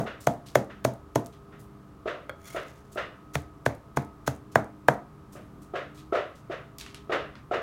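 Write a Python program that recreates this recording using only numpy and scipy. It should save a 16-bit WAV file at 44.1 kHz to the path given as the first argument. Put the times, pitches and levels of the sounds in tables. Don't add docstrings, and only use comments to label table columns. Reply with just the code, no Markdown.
import sys
import numpy as np
from scipy import signal
from scipy.fft import rfft, irfft, next_fast_len
from scipy.io import wavfile
from scipy.ndimage import map_coordinates

SR = 44100
rng = np.random.default_rng(int(sys.argv[2]) if len(sys.argv) > 2 else 0)


def materialize(psi):
    bounded = np.clip(np.atleast_2d(psi).T, -1, 1)
    quanta = np.round(bounded * 32767).astype(np.int16)
    wavfile.write(sys.argv[1], SR, quanta)


N = 336042
T = np.arange(int(.6 * SR)) / SR
TICK_S = .0018

# t/s, knock level/dB, clack level/dB, clack cut-off f/Hz, squelch level/dB
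CHOPS = [(-.016, -16.5, -23, 1600, -33.5), (0.2706, -15.5, -24, 1880, -32.5),
         (0.5545, -13.5, -21.5, 1900, -28.5), (.849, -18.5, -28.5, 1380, -30.5),
         (1.157, -18.5, -30, 1700, -32.5), (3.354, -29, -28.5, 2670, -34.5),
         (3.662, -20.5, -23.5, 2330, -34), (3.971, -22.5, -27, 2430, -37),
         (4.2767, -25.5, -27, 1640, -31.5), (4.556, -14.5, -16, 1770, -34), (4.8841, -13, -15, 1720, -31.5)]
# f/Hz, level/dB
SQUELCH_COLOUR = [(500, -10), (1500, 0), (3500, -6), (5000, -7), (6500, -2.5), (8000, -9), (11000, -10),
                  (16000, -15)]
# f/Hz, width/Hz, level/dB
BLADE_PEAKS = [(570, 33, 4.5), (1452, 73, 0), (2170, 84, -5.5), (3340, 19, 1.5), (4330, 38, -6),
               (5630, 50, -5.5), (6680, 140, -6.5), (9480, 180, -7), (11300, 140, -16), (14600, 310, -12)]
# f/Hz, time to fade by 60 dB/s
KITCHEN_FADE = [(120, 0.28), (600, 0.31), (2000, 0.29), (6000, 0.23), (15000, 0.19)]


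def chops():
    # f/Hz, level/dB, time to fade by 60 dB/s
    board_tones = [(275, -10, 0.024), (437, -7, 0.024), (609, 3, 0.019), (698, -1, 0.016),
                   (878, -1.5, 0.014), (685, -25.5, 0.32)]
    stand_tones = [(82.5, -6, 0.32), (121, 1, 0.25), (144.2, 5.5, 0.14), (239, -4, 0.077),
                   (272.6, -8.5, 0.28), (459, -10, 0.076)]
    # f/Hz, level/dB
    clack_colour = [(450, -17), (800, -6), (1050, 6), (1600, 4.5), (2300, 2), (2900, -9.5), (3600, 3),
                    (4600, 6.5), (12000, -37)]
    clean_knock_db, clean_cut_s = -14, .0042
    hz = np.geomspace(100, 16000, 60)
    track = np.zeros(N)
    for start, knock_db, clack_db, cutoff_hz, squelch_db in CHOPS:
        knock = ring(board_tones, attack_s=.0018, detune=.03, scatter_db=1.5)
        boom = ring(stand_tones, attack_s=.0021, detune=.029, scatter_db=5)
        add(track, start, amp(knock_db) * in_kitchen(knock, echo_db=-5.5) + amp(-23.5) * boom)
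        colour_db = along(clack_colour, hz) - 10 * np.log10(1 + (hz / cutoff_hz) ** 8)
        clack, clack_echo = blow(T * np.exp(-T / .0011), np.c_[hz, colour_db], echo_db=-13.5)
        add(track, start, amp(clack_db) * (clack + clack_echo))
        cut_s = clean_cut_s * 2 ** ((clean_knock_db - knock_db) / 7)
        swell = amp(-13 * (2 - np.minimum(T / cut_s, 1)))
        fade = amp(-60 * np.abs(T - cut_s) / .016)
        squelch, squelch_echo = blow(np.where(T < cut_s, swell, fade), SQUELCH_COLOUR, echo_db=-10)
        add(track, start - cut_s, amp(squelch_db) * squelch)
        add(track, start, amp(squelch_db) * squelch_echo)
    return track


def blow(envelope, colour, echo_db):
    noise = coloured(envelope * crackle(len(T), spread_db=2), colour)
    peaks = [(hz, 1.5 * width, 0) for hz, width, _ in BLADE_PEAKS]
    steel = coloured(resonate(rng.standard_normal(len(T)) * envelope, peaks), colour)
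    direct = burst(burst(noise) + amp(-8) * burst(steel))
    return direct, amp(echo_db) * echo_burst(KITCHEN_FADE, colour, build_s=.004)


def spatter():
    track = np.zeros(N)
    for start, *_ in CHOPS:
        for lateness, size in rng.random((2, 2)):
            pop = clump(TICK_S, hz=9000, echo_db=-9)
            add(track, start + .03 + .06 * lateness, amp(-64 + 2.5 * size) * pop)
    return track


def smacks():
    # t/s, level/dB, centre f/Hz
    peels = [(0.201, -47.5, 7800), (.457, -48, 4800), (1.32, -58.5, 3500), (1.589, -57, 11000),
             (2.916, -52.5, 7900), (4.513, -56, 6000), (5.32, -53, 7800), (5.614, -58.5, 8000),
             (5.943, -57, 6000), (5.969, -52.5, 3800), (6.349, -59, 6000), (6.802, -43, 3180)]
    # t/s, level/dB, centre f/Hz, echo level/dB
    ticks = [(1.261, -50.5, 8000, -20), (1.268, -54.5, 8000, -6.5), (6.784, -44, 5500, -1),
             (6.799, -48.5, 4500, -2), (6.811, -43, 3970, -20), (6.863, -46, 2070, -1),
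             (6.945, -45, 3060, -1), (7.354, -49, 1560, 0)]
    usual_s, usual_db = .042, -56.5
    track = np.zeros(N)
    for start, db, hz in peels:
        peel_s = usual_s * 2 ** ((db - usual_db) / 19)
        add(track, start, amp(db) * clump(peel_s, hz, echo_db=-2.5))
    for start, db, hz, echo_db in ticks:
        add(track, start, amp(db) * clump(TICK_S, hz, echo_db))
    return track


def clump(fade_s, hz, echo_db):
    swell = np.exp(-T / fade_s) * (1 - np.exp(-5 * T / fade_s))
    pops = burst(coloured(crackle(len(T), spread_db=7) * swell, hump(hz)))
    return pops + amp(echo_db) * echo_burst(KITCHEN_FADE, hump(hz), build_s=.006)


def scoop(start_s=2.475, hold_s=.04):
    # t/s, level/dB
    touches = [(2.294, -33.5), (2.298, -41)]
    damped_peaks = [(hz, 3.2 * width, db) for hz, width, db in BLADE_PEAKS]
    taps = np.zeros(N)
    for start, db in touches:
        click = rng.standard_normal(len(T)) * T * np.exp(-T / .00084)
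        contact = coloured(click, [(1500, 5), (3000, 0), (6000, -21), (16000, -15)])
        add(taps, start, amp(db) * burst(resonate(contact, damped_peaks)))
    scraping = amp(-49.5) * stroke(start_s, hold_s, rise_db_per_s=305, fall_db_per_s=170)
    smearing = amp(-51.5) * stroke(start_s, hold_s, rise_db_per_s=305, fall_db_per_s=65)
    steel = stutter()
    wet_pops = crackle(N, spread_db=6) * amp(4 * wobble(120))
    mince = unit(coloured(wet_pops, SQUELCH_COLOUR))
    return in_kitchen(taps + scraping * steel + smearing * mince, echo_db=-4.5)


def stutter(slips_per_s=200, bends=3):
    steel = np.zeros(N)
    for pitch_ratio in 1 + np.linspace(-.037, .037, bends):
        sizes = amp(.5 * np.clip(rng.standard_normal(N), -2, 2))
        slips = (rng.random(N) < slips_per_s / bends / SR) * sizes
        rasp = coloured(slips, [(600, -15), (1400, -15), (2000, 5), (3500, -3), (16000, -2)])
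        steel += resonate(rasp, [(hz * pitch_ratio, width, db) for hz, width, db in BLADE_PEAKS])
    return unit(steel)


def shuffle():
    rustle = unit(coloured(rng.standard_normal(N), hump(hz=195)))
    return amp(-53.5) * stroke(start_s=5.33, hold_s=.305, rise_db_per_s=250, fall_db_per_s=250) * rustle


def far_knocks():
    # t/s, thud level/dB, clatter level/dB
    knocks = [(.052, -37.5, -32.5), (.692, -50.5, -42), (1.518, -57, -49), (2.057, -29.5, -29),
              (2.546, -32, -30), (2.958, -34, -26.5), (5.352, -44, -47.5), (5.737, -30.5, -29),
              (6.124, -22, -26.5), (6.498, -32.5, -32.5), (7.095, -27, -21.5), (7.512, -23.5, -27)]
    # f/Hz, level/dB, time to fade by 60 dB/s
    thud_tones = [(377, 8, 0.039), (487, -6, 0.024), (661, -1, 0.13), (1283, 0, 0.03)]
    # f/Hz, level/dB
    body_colour = [(150, -34.5), (290, -8), (400, 1), (480, 2), (590, 5), (710, -1), (860, -14),
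                   (1300, -6.5), (3000, -62)]
    edge_colour = [(600, -24.5), (950, -5.5), (1300, -0.5), (1900, -4.5), (2400, -10), (3200, -11.5),
                   (4500, -22), (6500, -27.5), (9000, -38), (16000, -47)]
    # f/Hz, width/Hz, level/dB
    struck_peaks = [(630, 54, 1), (1306, 170, 3.5), (1780, 360, 0.5), (2045, 92, 3.5), (2620, 470, -6),
                    (2975, 145, -5), (3550, 210, -10.5)]
    # f/Hz, time to fade by 60 dB/s
    room_fade = [(400, 0.36), (1400, 0.4), (4000, 0.39), (10000, 0.26)]
    usual_db = -30
    track = np.zeros(N)
    for start, thud_db, clatter_db in knocks:
        force_db = (thud_db + clatter_db) / 2 - usual_db
        body_db = -29 + 1.43 * force_db
        bounce_s = .0145 * 2 ** (force_db / 9)
        thud = ring(thud_tones, attack_s=.0025, detune=.04, scatter_db=2)
        add(track, start - .001, amp(thud_db) * thud)
        dull_echo = echo_burst(room_fade, body_colour, build_s=.014)
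        bright_echo = echo_burst(room_fade, edge_colour, build_s=.012)
        add(track, start - .006, amp(thud_db) * (amp(.5) * dull_echo + amp(-11.5) * bright_echo))
        body = echo_burst(room_fade, body_colour, build_s=.006)
        edge = echo_burst(room_fade, edge_colour, build_s=.009)
        wash = echo_burst(room_fade, [(3500, 0), (9000, -25)], build_s=.005)
        ringing = burst(resonate(wash, struck_peaks))
        clatter = (edge + ringing) / np.sqrt(2)
        add(track, start + bounce_s - .003, amp(body_db) * body + amp(clatter_db) * clatter)
    return track


def appliance():
    # f/Hz, level/dB
    air_colour = [(22, -18), (45, -10.5), (64, -1.5), (79, -8.5), (97, -5.5), (120, 0), (150, -8),
                  (310, -10.5), (380, -14.5), (620, -22), (1050, -21), (1800, -39.5), (4000, -44.5),
                  (16000, -50)]
    # f/Hz, level/dB
    motor_tones = [(64.6, -72.5), (145.3, -60), (199.2, -62.5), (301.5, -61), (403.7, -64), (667.5, -71.5),
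                   (1206, -76), (1270, -66)]
    t = np.arange(N) / SR
    air = amp(-51.5) * unit(coloured(rng.standard_normal(N), air_colour))
    whirr = amp(-63) * unit(resonate(rng.standard_normal(N), [(1185, 230, 0)]))
    hum = np.zeros(N)
    for hz, db in motor_tones:
        strength = np.sqrt(2) * amp(db + 4.2 * wobble(3.486))
        hum += strength * np.sin(2 * np.pi * hz * t + 1.73 * wobble(9))
    return air + whirr + hum


def in_kitchen(sound, echo_db):
    # f/Hz, level/dB
    room_colour = [(60, -18), (200, 14), (400, -2), (700, -5.5), (1100, 0), (2000, -10), (5000, -2),
                   (16000, -74)]
    echoes = coloured(tail(KITCHEN_FADE, build_s=.0025), room_colour)
    return sound + amp(echo_db) * signal.fftconvolve(sound, echoes)[:len(sound)]


def tail(fade_times, build_s):
    hz, t, spectra = signal.stft(rng.standard_normal(len(T)), SR, nperseg=256)
    fade = amp(-60 * t / along(fade_times, hz)[:, None])
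    echoes = signal.istft(spectra * fade, SR, nperseg=256)[1][:len(T)]
    echoes *= 1 - np.exp(-(T / build_s) ** 2)
    return echoes / np.linalg.norm(echoes)


def echo_burst(fade_times, colour, build_s):
    return burst(coloured(tail(fade_times, build_s), colour))


def ring(tones, attack_s, detune, scatter_db):
    sound = np.zeros(len(T))
    for k, (hz, db, fade_s) in enumerate(tones):
        louder, higher = rng.standard_normal(2)
        envelope = amp(db + scatter_db * louder - 60 * T / fade_s)
        sound += (-1) ** k * envelope * np.sin(2 * np.pi * hz * (1 + detune * higher) * T)
    return burst(sound * (1 - np.exp(-(T / attack_s) ** 2)))


def crackle(samples, spread_db):
    sizes = np.repeat(rng.standard_normal(samples // 16 + 1), 16)[:samples]
    return rng.standard_normal(samples) * amp(spread_db * np.clip(sizes, -2, 2))


def stroke(start_s, hold_s, rise_db_per_s, fall_db_per_s):
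    t = np.arange(N) / SR - start_s
    return amp(-rise_db_per_s * np.maximum(-t, 0) - fall_db_per_s * np.maximum(t - hold_s, 0))


def wobble(rate):
    return map_coordinates(rng.standard_normal(int(N * rate / SR) + 4), [np.arange(N) * rate / SR])


def hump(hz):
    return [(hz / 8, -32), (hz / 3, -7), (hz, 0), (1.8 * hz, -7), (3.5 * hz, -16), (8 * hz, -45)]


def coloured(x, colour, size=2048):
    log_gain = np.log(amp(along(colour, np.fft.rfftfreq(size, 1 / SR))))
    cepstrum = irfft(log_gain)
    cepstrum[1:size // 2] *= 2
    cepstrum[size // 2 + 1:] = 0
    click_response = irfft(np.exp(rfft(cepstrum)))
    return signal.fftconvolve(x, click_response)[:len(x)]


def resonate(x, peaks):
    return filtered(x, lambda f: sum(
        (-1) ** k * amp(db) * 1j * f * width / (hz * hz - f * f + 1j * f * width)
        for k, (hz, width, db) in enumerate(peaks)))


def filtered(x, response):
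    size = next_fast_len(len(x) + 8192)
    return irfft(rfft(x, size) * response(np.fft.rfftfreq(size, 1 / SR)), size)[:len(x)]


def along(points, hz):
    freqs, values = np.transpose(points)
    return np.interp(np.log(hz + 1), np.log(freqs + 1), values)


def amp(db):
    return 10 ** (np.asarray(db) / 20)


def unit(x):
    return x / np.sqrt(np.mean(x ** 2) + 1e-20)


def burst(x):
    return x * np.sqrt(SR / 100 / (np.sum(x ** 2) + 1e-20))


def add(track, start_s, sound):
    start = round(start_s * SR)
    part = sound[max(-start, 0):N - start]
    track[max(start, 0):][:len(part)] += part


def scene():
    return (chops() + spatter() + smacks() + shuffle() + scoop() + far_knocks() + appliance())[None]


def record(dry):
    ceiling, top_hz = .8, 16100
    rounded = dry[0] / (1 + np.abs(dry[0] / ceiling) ** 6) ** (1 / 6)
    return filtered(rounded, lambda hz: hz < top_hz)[None]


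dry = scene()
out = record(dry)
materialize(out)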